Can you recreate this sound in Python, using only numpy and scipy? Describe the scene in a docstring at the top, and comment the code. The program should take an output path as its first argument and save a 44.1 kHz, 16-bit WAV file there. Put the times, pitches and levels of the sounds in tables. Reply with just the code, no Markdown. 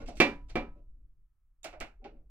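"""Over a low, uneven rumble in a small, quiet room, hands rub lightly over a sheet-metal cabinet door.
The door is pushed home on its hinges with a strong clunk and then a softer one, faint pings between.
After a lull a screwdriver ticks and catches at its edge, amid rubs and the groans of a fingertip.
Blows, ticks and rubs are forces convolved with one panel's ring; groans and pings are swept or decaying
sines with a room echo. All contacts sit a little right of a close microphone."""
import sys
import numpy as np
from scipy import signal
from scipy.fft import rfft, irfft
from scipy.io import wavfile
from scipy.ndimage import uniform_filter1d

SR = 44100
rng = np.random.default_rng(int(sys.argv[2]) if len(sys.argv) > 2 else 0)


def output_pcm(signal):
    """Save a mono or channel-first signal as 16-bit PCM at the path in sys.argv[1].

    Samples are clipped to [-1, 1] before scaling.
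    """
    pcm = np.clip(np.atleast_2d(signal).T, -1, 1) * 32767
    wavfile.write(sys.argv[1], SR, np.round(pcm).astype(np.int16))


N = 101429
T = np.arange(N) / SR
F = np.fft.rfftfreq(2 * N, 1 / SR)  # bins of the double-length transform, in Hz

# All levels are relative: further trims and filters shape the final loudness.
# Rumble over time: (time [s], level [dB])
RUMBLE_LEVEL = [(0.0, -42.5), (0.22, -48), (0.58, -44.5), (0.62, -43), (0.65, -48.5), (1.2, -59),
                (1.27, -69), (1.57, -69), (1.84, -48), (1.91, -60.5), (2.19, -53), (2.3, -57.5)]
# Rumble spectrum: (frequency [Hz], density [dB per Hz])
RUMBLE_SPECTRUM = [(10, 0), (22, 2.5), (45, -2), (80, -17.5), (130, -22.5), (200, -40), (300, -38),
                   (600, -56), (1500, -76)]
# Hiss spectrum: (frequency [Hz], density [dB per Hz])
HISS_SPECTRUM = [(100, -8), (400, -15.5), (1200, -7.5), (4000, -24.5), (15000, -20)]
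RUMBLE_DB, HISS_DB = 2.5, -95
WHINE_HZ, WHINE_DB = 1295, -105

# Sliding contacts: (start [s], length [s], level [dB], bass [dB], body [dB], treble [dB])
RUBS = [(0.0, 0.026, -37.5, 18.5, 14.5, 7), (0.058, .03, -32, 17, -7, 14), (0.085, 0.0097, -57, 18, 36, 17),
        (0.118, .035, -51.5, 25, 2, 16), (0.15, 0.04, -43.5, 8, -18, 27.5),
        (0.485, 0.017, -41.5, -12.5, 0, 14), (0.752, 0.037, -62.5, 30, 21, 5),
        (0.869, .19, -82.5, 41, 15, -3.5), (1.732, 0.0075, -52, -9, 19, -3),
        (2.012, 0.028, -60, 29.5, 19.5, -16.5), (2.083, .14, -71.5, 38, 31.5, -6.5)]
RUB_RING_DB, RUB_RATE_PER_S, RUB_TOP_HZ = -26, 1800, 9000

# Fingertip juddering on paint: (start [s], swell time scale [s], mean pitch [Hz], level [dB])
JUDDERS = [(0.084, 0.025, 730, -46), (0.12, 0.048, 620, -61), (1.644, 0.026, 662.6, -47.5),
           (1.758, 0.038, 630, -59.5), (2.0, 0.011, 410, -68), (2.018, 0.063, 760, -68),
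           (2.048, 0.028, 787, -52), (2.049, 0.044, 402.6, -54.5)]
JUDDER_WIDTH = 0.067  # rms pitch waver, as a fraction of the pitch
JUDDER_ROOM_DB = -4.5

# Light contacts of tool and fingers:
# (time [s], level [dB], bass [dB], body [dB], treble [dB], ring of the modes [dB], top [Hz])
TICKS = [(0.086, -42, 5, 24, 22.5, -26, 9655), (0.170, -33, -0.5, -11, 11.5, -13, 13000),
         (0.499, -40, -10, 4.5, 16, -14.5, 7700), (1.632, -53, -6, -4, 24, -20, 10280),
         (1.6435, -27, -26, 1, 18.5, -15.5, 13000), (1.6485, -26.5, -10.5, 6, -4, -9.5, 12900),
         (1.658, -26, -6, -3, -5, -16.5, 10900), (1.729, -37, -5, 10, 0, -5, 8060),
         (1.736, -39.5, -1, 13.5, -30, -21, 6020), (1.8025, -35.5, 5.5, -13, 25, 1, 12400),
         (1.8085, -17.5, -13, 0.5, -6, -18, 13100), (1.8115, -33, 5.5, 2.5, 3.5, -10.5, 12200),
         (2.043, -35, -15, -14, 5.5, -15, 5950), (2.0485, -36.5, 12, 10.5, 0, -19.5, 6100),
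         (2.053, -45.5, 10, 10.5, 1, -12.5, 6000), (2.162, -62, 13.5, 9, -6.5, -10, 5000)]
GRIP_DB_PER_S = 36.5  # damping by the hands during ticks and rubs
# Resonances favoured near the door's edge: (frequency [Hz], gain [dB])
EDGE = [(80, -10), (150, 7.5), (210, -8), (310, 0), (450, -2), (570, 1), (690, 5), (820, 0), (1080, -4.5),
        (1400, 3), (1800, -3), (2250, -1), (2900, -2), (3500, -4)]

# Door blows: (time [s], level [dB], bass [dB], body [dB], treble [dB], ring of the modes [dB],
# damping by the hand [dB per s, sign ignored])
CLUNKS = [(0.202, -1, -0.5, 3, -0.5, -1.5, -4.5), (0.556, -15.5, 4.5, 9, -6.5, -0.5, 13)]

# Screwdriver touching metal: (time [s], level [dB], factor on pitch and decay rate [ratio])
TIPS = [(0.494, -66, 0.41), (0.5, -59.5, 0.57), (1.632, -51.5, 0.95)]
# Its ring at factor 1: (frequency [Hz], level [dB], t60 [s])
TIP_MODES = [(3850, -9, 0.022), (7530, -0.5, 0.023), (7800, -2, 0.0079), (9480, -17, 0.013)]
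TIP_ROOM_DB = 5.5

# Centres of the bass, body, middle and treble of a contact: (frequency [Hz])
COLOUR_HZ = [250, 700, 2200, 7500]
# The door's clear modes, before any hand damping:
# (frequency [Hz], level in first blow [dB], level in later contacts [dB], t60 [s])
MODES = [(166, -25, -18, .55), (231, -10, -6, .26), (285, -13, -16, .42), (335, -13, -12, .2),
         (368, -6, -13, .16), (522, -15, -10, .22), (561, -11, -15, .27), (731, -14, -11, .22),
         (1120, -15, -20, .18), (1190, -16, -16, .22), (1716, -17, -20, .24), (1925, -6, -14, .18),
         (2649, -1, -15, .14), (3537, -17, -19, .2), (982, -23, -24, .45), (1290, -32, -20, .4),
         (2355, 2, 0, .2)]
MODE_DB, MODE_LATE_SHARE, MODE_BUILD_S = -14, .6, 0.0075
# Dense wash of panel and room: (frequency [Hz], density [dB per Hz])
WASH = [(60, -33), (150, -13.5), (290, 1.5), (400, -3.5), (620, -9), (900, -11.5), (1500, -13), (2100, -9),
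        (2500, -8), (3100, -16.5), (4500, -18.5), (6500, -28), (10000, -36.5), (15000, -40.5)]
# Its decay before any hand damping: (frequency [Hz], t60 [s])
WASH_T60 = [(100, .5), (260, 0.26), (700, 0.27), (1840, 0.25), (4850, 0.17), (12800, 0.063)]
# Direct sound and first reflections: (delay [s], level [dB])
PATHS = [(0, 3), (.003, -2), (.0087, -1.5)]
WASH_DB, DIRECT_DB = -17.5, 3.5
CROWD_DB, CROWD_T60_S = -33.5, .24  # weak upper modes, before hand damping

# Left minus right: (frequency [Hz], level difference [dB])
BALANCE = [(100, -.6), (600, -1.2), (1300, -3), (2400, -6.5), (4400, -8), (8000, -7), (15000, -5)]
# Likeness of the two channels: (frequency [Hz], correlation [0-1])
LIKENESS = [(300, 0.96), (700, 0.55), (2000, 0.28), (5000, 0.84), (12000, 0.27)]
LEFT_LAG_S, ROOM_T60_S, TOP_HZ = .00008, 0.079, 15900


def undb(db):
    """Decibels to gain."""
    return 10 ** (np.asarray(db) / 20)


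def at(table, hz):
    """Read a table on a log-frequency axis."""
    points = np.array(table, float)
    return np.interp(np.log(np.maximum(hz, 1)), np.log(points[:, 0]), points[:, 1])


def unit(x):
    """Scale to rms 1."""
    return x / np.sqrt(np.mean(x ** 2))


def decay(age, t60):
    """Exponential decay that falls 60 dB in t60 seconds."""
    return np.exp(-np.log(1000) * age / t60)


def through(x, response):
    """Filter by a frequency response."""
    return irfft(rfft(x, 2 * N) * response)[..., :N]


def causal(db):
    """The quickest causal (minimum-phase) response with these gains, by folding the cepstrum."""
    cepstrum = irfft(np.log(undb(db)))
    cepstrum[1:N] *= 2
    cepstrum[N + 1:] = 0
    return np.exp(rfft(cepstrum))


def rolloff(hz):
    """Gain in dB of a steep low-pass."""
    return -10 * np.log10(1 + (F / hz) ** 8)


def noise_pair(likeness):
    """Left and right noise, partly alike."""
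    mid, side = rng.standard_normal((2, N))
    c = np.clip(likeness, 0, 1)
    return np.sqrt((1 + c) / 2) * mid + np.sqrt((1 - c) / 2) * np.array([side, -side])


def damped(body, db_per_s):
    """A hand on the sheet shortens its ring."""
    return body * undb(-abs(db_per_s) * T)


def echoed(x, likeness, room_db):
    """Add the short echo of the room, a decaying noise response."""
    room = noise_pair(likeness) * decay(T, ROOM_T60_S)
    return x + undb(room_db) * through(x, rfft(unit(room) / np.sqrt(N), 2 * N))


def background():
    """A low rumble that comes and goes, very faint hiss and a trace of steady whine."""
    level = undb(RUMBLE_DB + np.interp(T, *np.array(RUMBLE_LEVEL).T))
    rumble = unit(through(noise_pair(0.99), undb(at(RUMBLE_SPECTRUM, F))))
    whine = undb(WHINE_DB) * np.sin(2 * np.pi * WHINE_HZ * T)
    hiss = unit(through(noise_pair(0.6), undb(at(HISS_SPECTRUM, F))))
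    return level * rumble + whine + undb(HISS_DB) * hiss


def wash():
    """The crack of a contact, its first reflections, and the dense ring of panel and room."""
    out, power = 0, 0
    for hz in 63 * 2 ** (np.arange(25) / 3):  # third-octave bands
        shape = np.cos(np.pi / 2 * np.clip(3 * np.log2((F + 1) / hz), -1, 1))
        fall = undb(-60 * T / at(WASH_T60, hz))
        band = through(noise_pair(at(LIKENESS, hz)), shape) * fall
        gain = undb(at(WASH, hz)) * np.sqrt(hz)  # bands widen with frequency
        out = out + gain * unit(band) * np.sqrt(np.mean(fall ** 2))
        power += gain ** 2
    paths = np.zeros(N)
    for delay, db in PATHS:
        paths[int(delay * SR)] += undb(db)
    crack = unit(through(paths, causal(at(WASH, F)))) / np.sqrt(N)
    return undb(WASH_DB) * out / np.sqrt(power) + undb(DIRECT_DB) * crack


def crowd(count=360):
    """Many weak modes of the sheet, scattered over the treble along the wash's spectrum."""
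    lines = np.zeros((2, len(F)), complex)
    for u, size, left, right in rng.random((count, 4)):
        hz = 2800 * 5 ** u
        strength = undb(at(WASH, hz)) * np.sqrt(hz) * size ** 2
        phases = np.exp(2j * np.pi * np.array([left, right]))
        lines[:, np.searchsorted(F, hz)] += strength * phases
    return undb(CROWD_DB) * unit(irfft(lines)[:, :N]) * decay(T, CROWD_T60_S)


def ring():
    """The door's modes for two places of contact; part builds up as the blow spreads through the sheet."""
    build = 1 - MODE_LATE_SHARE * np.exp(-T / MODE_BUILD_S)
    out = np.zeros((2, N))
    for hz, first_db, later_db, t60 in MODES:
        out += undb([[first_db], [later_db]]) * np.sin(2 * np.pi * hz * T) * decay(T, t60)
    return undb(MODE_DB) * build * out


def touch(force, body, level_db, bass_db, body_db, treble_db, top_db=0):
    """A force sounds the door, coloured by the place and hardness of the contact."""
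    colour = at(list(zip(COLOUR_HZ, (bass_db, body_db, 0, treble_db))), F)
    return through(body, rfft(force, 2 * N) * causal(level_db + colour + top_db))


def rubs(dense, modes):
    """Stick and slip: a brief swell of tiny uneven catches."""
    body = dense + undb(RUB_RING_DB) * modes
    out = 0
    for start, length, db, bass, mid, treble in RUBS:
        swell = np.sqrt(np.abs(np.sin(np.pi * np.clip((T - start) / length, 0, 1))))
        catches = rng.random(N) < RUB_RATE_PER_S / SR
        force = swell * catches * rng.standard_normal(N)
        force = force / (np.linalg.norm(force) + 1e-12)
        out = out + touch(force, body, db, bass, mid, treble, rolloff(RUB_TOP_HZ))
    return out


def judders():
    """Brief rough groans as a fingertip sticks and slips, with their echo in the room."""
    out = 0
    for start, length, hz, db in JUDDERS:
        age = np.maximum(T - start, 0) / length
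        swell = np.sqrt(age) * np.exp(.5 - 2 * age ** 2) * np.sqrt(2)
        waver = unit(uniform_filter1d(rng.standard_normal(N), size=150))
        phase = 2 * np.pi * np.cumsum(hz * (1 + JUDDER_WIDTH * waver)) / SR
        out = out + undb(db) * np.sqrt(2) * swell * np.sin(phase)
    return echoed(out, 0.93, JUDDER_ROOM_DB)


def ticks(dense, modes):
    """Light sharp contacts, each an impulse on the door with its own limit on the top."""
    out = 0
    for k, (start, db, bass, mid, treble, ring_db, top_hz) in enumerate(TICKS):
        impulse = signal.unit_impulse(N, int(start * SR))
        body = dense[k % len(dense)] + undb(ring_db) * modes  # alternate the two washes
        out = out + touch(impulse, body, db, bass, mid, treble, rolloff(top_hz))
    return out


def clunks(dense, modes):
    """The door knocks against its frame, each time at another place with another mode balance."""
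    out = 0
    for place, (start, db, bass, mid, treble, ring_db, damping) in zip(modes, CLUNKS):
        impulse = signal.unit_impulse(N, int(start * SR))
        body = damped(dense + undb(ring_db) * place, damping)
        out = out + touch(impulse, body, db, bass, mid, treble)
    return out


def tip():
    """Tiny pings of the screwdriver and their echo in the room; lower ones last longer."""
    ping = 0
    for start, level_db, pitch in TIPS:
        age = np.maximum(T - start, 0) * pitch  # stretched time lowers pitch and slows decay
        for hz, db, t60 in TIP_MODES:
            ping = ping + undb(level_db + db) * np.sin(2 * np.pi * hz * age) * decay(age, t60)
    return echoed(ping, 0, TIP_ROOM_DB)


def scene():
    """All contacts reach the right side first and louder, over the background."""
    upper, modes = crowd(), ring()
    dense = [wash() + upper for _ in range(2)]
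    held = damped(np.array(dense), GRIP_DB_PER_S)
    held_modes = damped(modes[-1], GRIP_DB_PER_S)
    light = ticks(held, held_modes) + rubs(held[-1], held_modes)
    light = through(light, causal(at(EDGE, F)))
    left, right = clunks(dense[0], modes) + light + tip() + judders()
    lean = undb(at(BALANCE, F) / 2)  # half the difference goes to each side
    lag = np.exp(-2j * np.pi * F * LEFT_LAG_S)
    return np.array([through(left, lean * lag), through(right, 1 / lean)]) + background()


def record(dry):
    """The recorder cuts the top with a steep elliptic low-pass."""
    return signal.sosfilt(signal.ellip(8, .2, 70, TOP_HZ, fs=SR, output="sos"), dry)


dry = scene()
out = record(dry)
output_pcm(out)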